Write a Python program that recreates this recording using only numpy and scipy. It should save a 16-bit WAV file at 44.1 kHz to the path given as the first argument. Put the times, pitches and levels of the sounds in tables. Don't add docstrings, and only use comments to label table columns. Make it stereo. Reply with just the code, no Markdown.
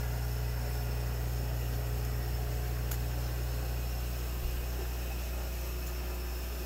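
import sys
import numpy as np
from scipy import signal
from scipy.fft import rfft, irfft, next_fast_len
from scipy.io import wavfile
from scipy.ndimage import uniform_filter1d, map_coordinates

SR = 44100
rng = np.random.default_rng(int(sys.argv[2]) if len(sys.argv) > 2 else 0)


def makeup_ratio(level_db):
    decades = np.asarray(level_db, float) / 20
    return 10 ** decades


def inscribe(sig):
    pcm = np.round(np.clip(np.atleast_2d(sig).T, -1, 1) * 32767)
    wavfile.write(sys.argv[1], SR, pcm.astype(np.int16))


N = 293485
TIME = np.arange(N) / SR

# time in seconds, distance from 0 (at the glass) to 1 (across the room).
RETREAT = [
    (0, 0.024),
    (3.3, 0.088),
    (4.15, 0.5),
    (4.85, 0.6),
    (5.55, .75),
    (6.25, 0.87),
    (6.65, 1),
]
ROOM_REACH = 1.3

MAINS_HZ, STROKE_START_S = 60.03, .0053
# multiple of the mains, near level in dB, far level in dB, left-right difference near
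# in dB, the same far in dB.
FUNDAMENTAL = (1, -35, -37.5, -60.5, -58)
# multiple of the mains, near level
# in dB, room level in dB, the room wave's sign and share (1 with the tank's, -1 against it).
STRONG_OVERTONES = [(2, -38.5, -83, -0.28), (4, -56.5, -53.5, -0.72), (6, -63.5, -52, 0.92),
                    (7, -53.5, -67, -0.18)]
# multiple of the mains, near level in dB, far level in dB.
STRONG_DIFFERENCE = [(2, -65, -58), (4, -76, -72), (6, -57, -56), (7, -71, -66)]
# multiple of the mains, near level in dB, far level in dB, left-right
# difference near in dB, the same far in dB.
WEAK_LINES = [(2.5, -56, -59, -87, -76), (3, -63, -57, -86, -85), (3.5, -62, -70, -88, -90),
              (5, -61, -64, -90, -66), (8, -62, -70, -65, -67), (9, -66, -64, -71, -71),
              (10, -63, -73, -68, -69), (11, -64, -61, -68, -67), (12, -60, -71, -67, -77),
              (13, -67, -65, -70, -73), (14, -65, -76, -69, -68), (15, -68, -79, -84, -85)]

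# frequency in Hz, level in dB per Hz.
RUMBLE = [(20, -77), (40, -72.5), (90, -69), (200, -79), (300, -82.5), (450, -100)]
LEFT_GURGLE = [(300, -74.5), (450, -77), (700, -76), (1000, -78), (1400, -76), (1900, -78.5), (2200, -87.5)]
RIGHT_GURGLE = [(300, -73.5), (450, -75), (750, -75), (1050, -81), (1400, -77.5), (1900, -82), (2200, -86)]
LEFT_FIZZ = [(2200, -87), (3050, -82.5), (3350, -92), (4050, -88.5), (4800, -93), (5700, -89.5),
             (7000, -92.5), (8200, -85), (8600, -97.5), (9900, -101), (12200, -89), (12600, -105),
             (13200, -84.5), (15500, -91.5)]
RIGHT_FIZZ = [(2200, -88.5), (3050, -91.5), (3350, -87.5), (4000, -93.5), (4500, -87), (5700, -90),
              (7100, -85.5), (7700, -93.5), (8600, -95.5), (9500, -93.5), (11300, -91), (12000, -84),
              (13600, -85), (15700, -86)]
# frequency in Hz, likeness from -1 to 1.
RUMBLE_ALIKE = [(40, 1), (120, 0.9), (200, 1), (400, 0.12)]
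GURGLE_ALIKE = [(250, .97), (400, .55), (700, .15), (1000, -.2), (1600, -.35), (2100, .3)]
FIZZ_ALIKE = [(3000, .35), (4000, .2), (9000, .15)]
# near dB, far dB, dB gained midway while the surface faces the phone.
GURGLE_NEAR_DB, GURGLE_FAR_DB, GURGLE_MIDWAY_DB = (-0.5, -1.7), (-5.5, -1.5), (-1.6, 1.8)
FIZZ_NEAR_DB, FIZZ_FAR_DB, FIZZ_MIDWAY_DB = (-3, -0.6), (-0.9, 0), (2.5, 0.94)
STROKE_PULSE_DB = -0.73
LEFT_LEAD_S = .00047

# near pitch in Hz, far pitch in Hz, width in Hz, near level in dB,
# far level in dB, left-right balance in dB.
PORES = [
    (2508, 2550, 60, -60.5, -56, -2),
    (2803, 2790, 130, -59.5, -59.5, -4),
    (5315, 5330, 112, -56.5, -55.5, -2.5),
]
# start in seconds, pitch in Hz, length in seconds, level in dB,
# left-right balance in dB.
WHISTLES = [(.22, 5460, 0.038, -52, -2), (1.0, 5450, .03, -54, -3), (2.335, 5280, 0.033, -48, -6),
            (3.9, 5640, .022, -52, 2), (3.96, 5330, 0.046, -52, -8), (5.1, 2580, 0.04, -48.5, -2),
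            (5.8, 2570, 0.064, -50.5, -4), (6.1, 2560, 0.035, -51.5, -6), (6.19, 5350, .08, -57, -10),
            (4.786, 375, 0.0203, -37.5, 0), (4.801, 354, 0.052, -44, 2), (4.814, 412, 0.013, -41, 9),
            (6.5, 413.5, 0.063, -47, 0)]
# start in seconds, peak level in dB, 60 dB decay in seconds, left-right balance in dB.
SPLASHES = [
    (1.13, -44, .1, -3),
    (1.865, -43, .06, 4),
    (2.047, -38, .035, -4),
    (3.2, -44, .1, -2),
    (4.0, -40, .05, -3),
    (5.862, -39.5, .15, -6),
    (6.14, -43, .1, -2),
    (6.43, -43, .08, 2),
]
# start in seconds, peak level in dB, 60 dB decay in seconds, left-right
# balance in dB.
SNAP = [
    (2.913, -29, 0.022, -4),
    (2.917, -29, 0.025, -8.5),
    (2.925, -37, 0.089, -3),
    (2.938, -40, 0.075, -6),
]
SPLASH_RISE, SNAP_RISE = .07, .015
TICK_HZ, TICK_DB = 1400, -33
# resonance in Hz, width in Hz, level in dB.
PORT_CAVITY = [
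    (7100, 640, 7),
    (11200, 1800, 3),
]
# start in seconds, level in dB.
GUSTS = [
    (4.421, -17),
    (4.525, -25),
    (4.572, -27),
]
PUFF_RISE_S, PUFF_T60_S, FLUTTER_HZ, FLUTTER_SHARE = .03, .27, 34, .7

TOP_HZ = 15760


def along(points, hz):
    point_hz, value = np.transpose(points)
    return np.interp(np.log(hz + 1), np.log(point_hz + 1), value)


def wobble(rate):
    knots = rng.standard_normal(int(N * rate / SR) + 4)
    return map_coordinates(knots, [TIME * rate])


def filtered(x, response):
    size = next_fast_len(N + 8192)
    spectrum = rfft(x, size) * response(np.fft.rfftfreq(size, 1 / SR))
    return irfft(spectrum, size)[..., :N]


def patchy(x, depth_db, window, bins, frames):
    raise NotImplementedError


def ports(left, right, hz):
    return makeup_ratio([along(left, hz), along(right, hz)])


def pan(left_right_db):
    return makeup_ratio([[left_right_db / 2], [-left_right_db / 2]])


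def add(out, start_s, sound):
    part = out[:, max(round(start_s * SR), 0):][:, :sound.shape[1]]
    part += sound[:, :part.shape[1]]


def pump(away, far):
    def between(near_db, far_db):
        return near_db + far * (far_db - near_db)

    stroke = 2 * np.pi * MAINS_HZ * (TIME + STROKE_START_S)
    _, near_db, far_db, side_near_db, side_far_db = FUNDAMENTAL
    late = away ** 2.7
    mid = makeup_ratio(near_db + late * (far_db - near_db))
    side = makeup_ratio(between(side_near_db, side_far_db))
    out = np.sqrt(2) * np.cos(stroke - 0.37 * far) * (mid + side * [[1], [-1]])

    lines = []
    for k, near_db, far_db, side_near_db, side_far_db in WEAK_LINES:
        lines.append((k, makeup_ratio(between(near_db, far_db)), between(side_near_db, side_far_db)))
    for (k, near_db, room_db, sign), (_, side_near_db, side_far_db) in zip(STRONG_OVERTONES, STRONG_DIFFERENCE):
        size = (1 - away) * makeup_ratio(near_db) + away * sign * makeup_ratio(room_db)
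        lines.append((k, size, between(side_near_db, side_far_db)))
    for k, size, side_db in lines:
        phase = k * stroke + (rng.uniform(0, 2 * np.pi) if k > 2 else -np.pi / 2)
        shake = makeup_ratio(.17 * k * wobble(4))
        mid = size * np.cos(phase)
        side = makeup_ratio(side_db) * np.sin(phase)
        out = out + np.sqrt(2) * shake * np.array([mid + side, mid - side])
    return out


def white_pair(alike, patchy_db, lead_s):
    z = signal.stft(rng.standard_normal((2, N)), nperseg=512)[2]
    field = uniform_filter1d(rng.standard_normal(z.shape[1:]), size=5, axis=0)
    field = uniform_filter1d(field, size=8, axis=1)
    pair = signal.istft(z * makeup_ratio(patchy_db * field / field.std()), nperseg=512)[1][:, :N] * np.sqrt(SR / 2)

    def mid_side(hz):
        turn = np.arccos(np.clip(along(alike, hz), -1, 1)) / 2
        return np.array([np.cos(turn), np.sin(turn)])

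    mid, side = filtered(pair, mid_side)
    return filtered(np.array([mid + side, mid - side]),
                    lambda hz: np.exp(1j * np.pi * lead_s * hz * [[1], [-1]]))


def passing(away, near_db, far_db, midway_db):
    near_db, far_db, midway_db = np.reshape([near_db, far_db, midway_db], (3, 2, 1))
    return makeup_ratio(near_db + away * (far_db - near_db) + midway_db * np.sin(np.pi * away))


def water(away, far):
    def low(hz):
        return 1 / (1 + (hz / 2200) ** 8)

    def body(hz):
        return ports(LEFT_GURGLE, RIGHT_GURGLE, hz) * np.sqrt(low(hz)) / (1 + (230 / (hz + 1)) ** 4)

    def froth(hz):
        return ports(LEFT_FIZZ, RIGHT_FIZZ, hz) * np.sqrt(1 - low(hz))

    gurgle = filtered(white_pair(GURGLE_ALIKE, patchy_db=0.72, lead_s=0), body)
    fizz = filtered(white_pair(FIZZ_ALIKE, patchy_db=1.17, lead_s=LEFT_LEAD_S), froth)
    rumble = filtered(white_pair(RUMBLE_ALIKE, patchy_db=1.0, lead_s=0), lambda hz: makeup_ratio(along(RUMBLE, hz)))

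    deep = filtered(gurgle, lambda hz: 1 / (1 + (hz / 900) ** 6))
    gurgle = passing(away, GURGLE_NEAR_DB, GURGLE_FAR_DB, GURGLE_MIDWAY_DB) * (gurgle - deep)
    gurgle += makeup_ratio(far * [[-.5], [-1.5]]) * deep
    fizz = passing(away, FIZZ_NEAR_DB, FIZZ_FAR_DB, FIZZ_MIDWAY_DB) * fizz

    stroke = makeup_ratio(STROKE_PULSE_DB * np.cos(2 * np.pi * MAINS_HZ * TIME))
    seethe = makeup_ratio(.5 * wobble(8) + .25 * wobble(25))
    return gurgle * stroke * makeup_ratio(0.48 * wobble(7.4)) + fizz * seethe + makeup_ratio(-2.5 * far) * rumble


def standing(x, depth_db):
    z = signal.stft(x, nperseg=2048)[2]
    field = uniform_filter1d(rng.standard_normal(z.shape), size=3, axis=1)
    field = uniform_filter1d(field, size=50, axis=2)
    return signal.istft(z * makeup_ratio(depth_db * field / field.std()), nperseg=2048)[1][:, :N]


def pores(far):
    out = np.zeros((2, N))
    for near_hz, far_hz, width_hz, near_db, far_db, left_right_db in PORES:
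        pitch = near_hz + far * (far_hz - near_hz) + 30 * wobble(4)
        phase = 2 * np.pi * np.cumsum(pitch) / SR
        noise = rng.standard_normal((2, 3, N))
        noise = noise[:, :2] + 0.41 * noise[:, 2:]
        a, b = filtered(noise, lambda hz: 1 / (1 + 2j * hz / width_hz))
        ring = a * np.cos(phase) + b * np.sin(phase)
        flare = .7 * wobble(5) + .8 * wobble(14) + 1.2 * np.array([wobble(22), wobble(22)])
        level = makeup_ratio(near_db + far * (far_db - near_db) + flare)
        out += level * pan(left_right_db) * ring / ring.std()
    return out


def whistles():
    out = np.zeros((2, N))
    for start_s, hz, life_s, db, left_right_db in WHISTLES:
        t = np.arange(round(life_s * SR)) / SR
        swell = np.sin(np.pi * t / life_s) ** .7
        tone = swell * np.sin(2 * np.pi * hz * t + [[0], [.4]])
        add(out, start_s, makeup_ratio(db) * pan(left_right_db) * tone)
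    return out


def splashes():
    out = np.zeros((2, N))
    t = np.arange(SR // 5) / SR
    for rows, rise in ((SPLASHES, SPLASH_RISE), (SNAP, SNAP_RISE)):
        for start_s, db, t60, left_right_db in rows:
            shape = makeup_ratio(db - 60 * t / t60) * (1 - np.exp(-t / (rise * t60)))
            add(out, start_s, pan(left_right_db) * shape * rng.standard_normal((2, len(t))))

    def colour(hz):
        cavity = np.ones_like(hz)
        for centre, width, db in PORT_CAVITY:
            cavity = cavity + makeup_ratio(db) * 1j * hz * width / (centre ** 2 - hz ** 2 + 1j * hz * width)
        return makeup_ratio(88.5) * ports(LEFT_FIZZ, RIGHT_FIZZ, hz) * [np.ones_like(hz), cavity]

    out = filtered(out, colour)
    for start_s, _, t60, _ in SNAP[:2]:
        tick = makeup_ratio(TICK_DB - 60 * t / (0.47 * t60)) * np.sin(2 * np.pi * TICK_HZ * t)
        add(out, start_s, pan(2.5) * tick)
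    return out


def puff():
    def band(hz):
        return (hz / 32) ** 2 / (1 + (hz / 32) ** 2.5) / (1 + (hz / 75) ** 4)

    swings = filtered(rng.standard_normal(N), band)
    swings /= swings.std()
    out = np.zeros(N)
    for start_s, db in GUSTS:
        t = np.clip(TIME - start_s, 0, None)
        rise = np.sin(np.pi / 2 * np.clip(t / PUFF_RISE_S, 0, 1)) ** 2
        flutter = np.sqrt(2) * np.sin(2 * np.pi * FLUTTER_HZ * t - 1.5)
        mixed = FLUTTER_SHARE * flutter + (1 - FLUTTER_SHARE) * swings
        out += makeup_ratio(db - 60 * t / PUFF_T60_S) * rise * mixed
    return np.array([[.08], [1]]) * out


def scene():
    when, distance = np.transpose(RETREAT)
    away = np.clip(np.interp(TIME, when, distance), 0, 1)
    far = np.clip(ROOM_REACH * away, 0, 1)
    tank = pump(away, far) + standing(water(away, far), depth_db=2.5) + pores(far)
    return tank + whistles() + splashes() + puff()


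def low_pass(x):
    return signal.sosfilt(signal.butter(12, 16460, fs=SR, output="sos"), x)


def record(dry):
    mix = filtered(dry, lambda hz: hz < TOP_HZ)
    return low_pass(mix)


dry = scene()
out = record(dry)
inscribe(out)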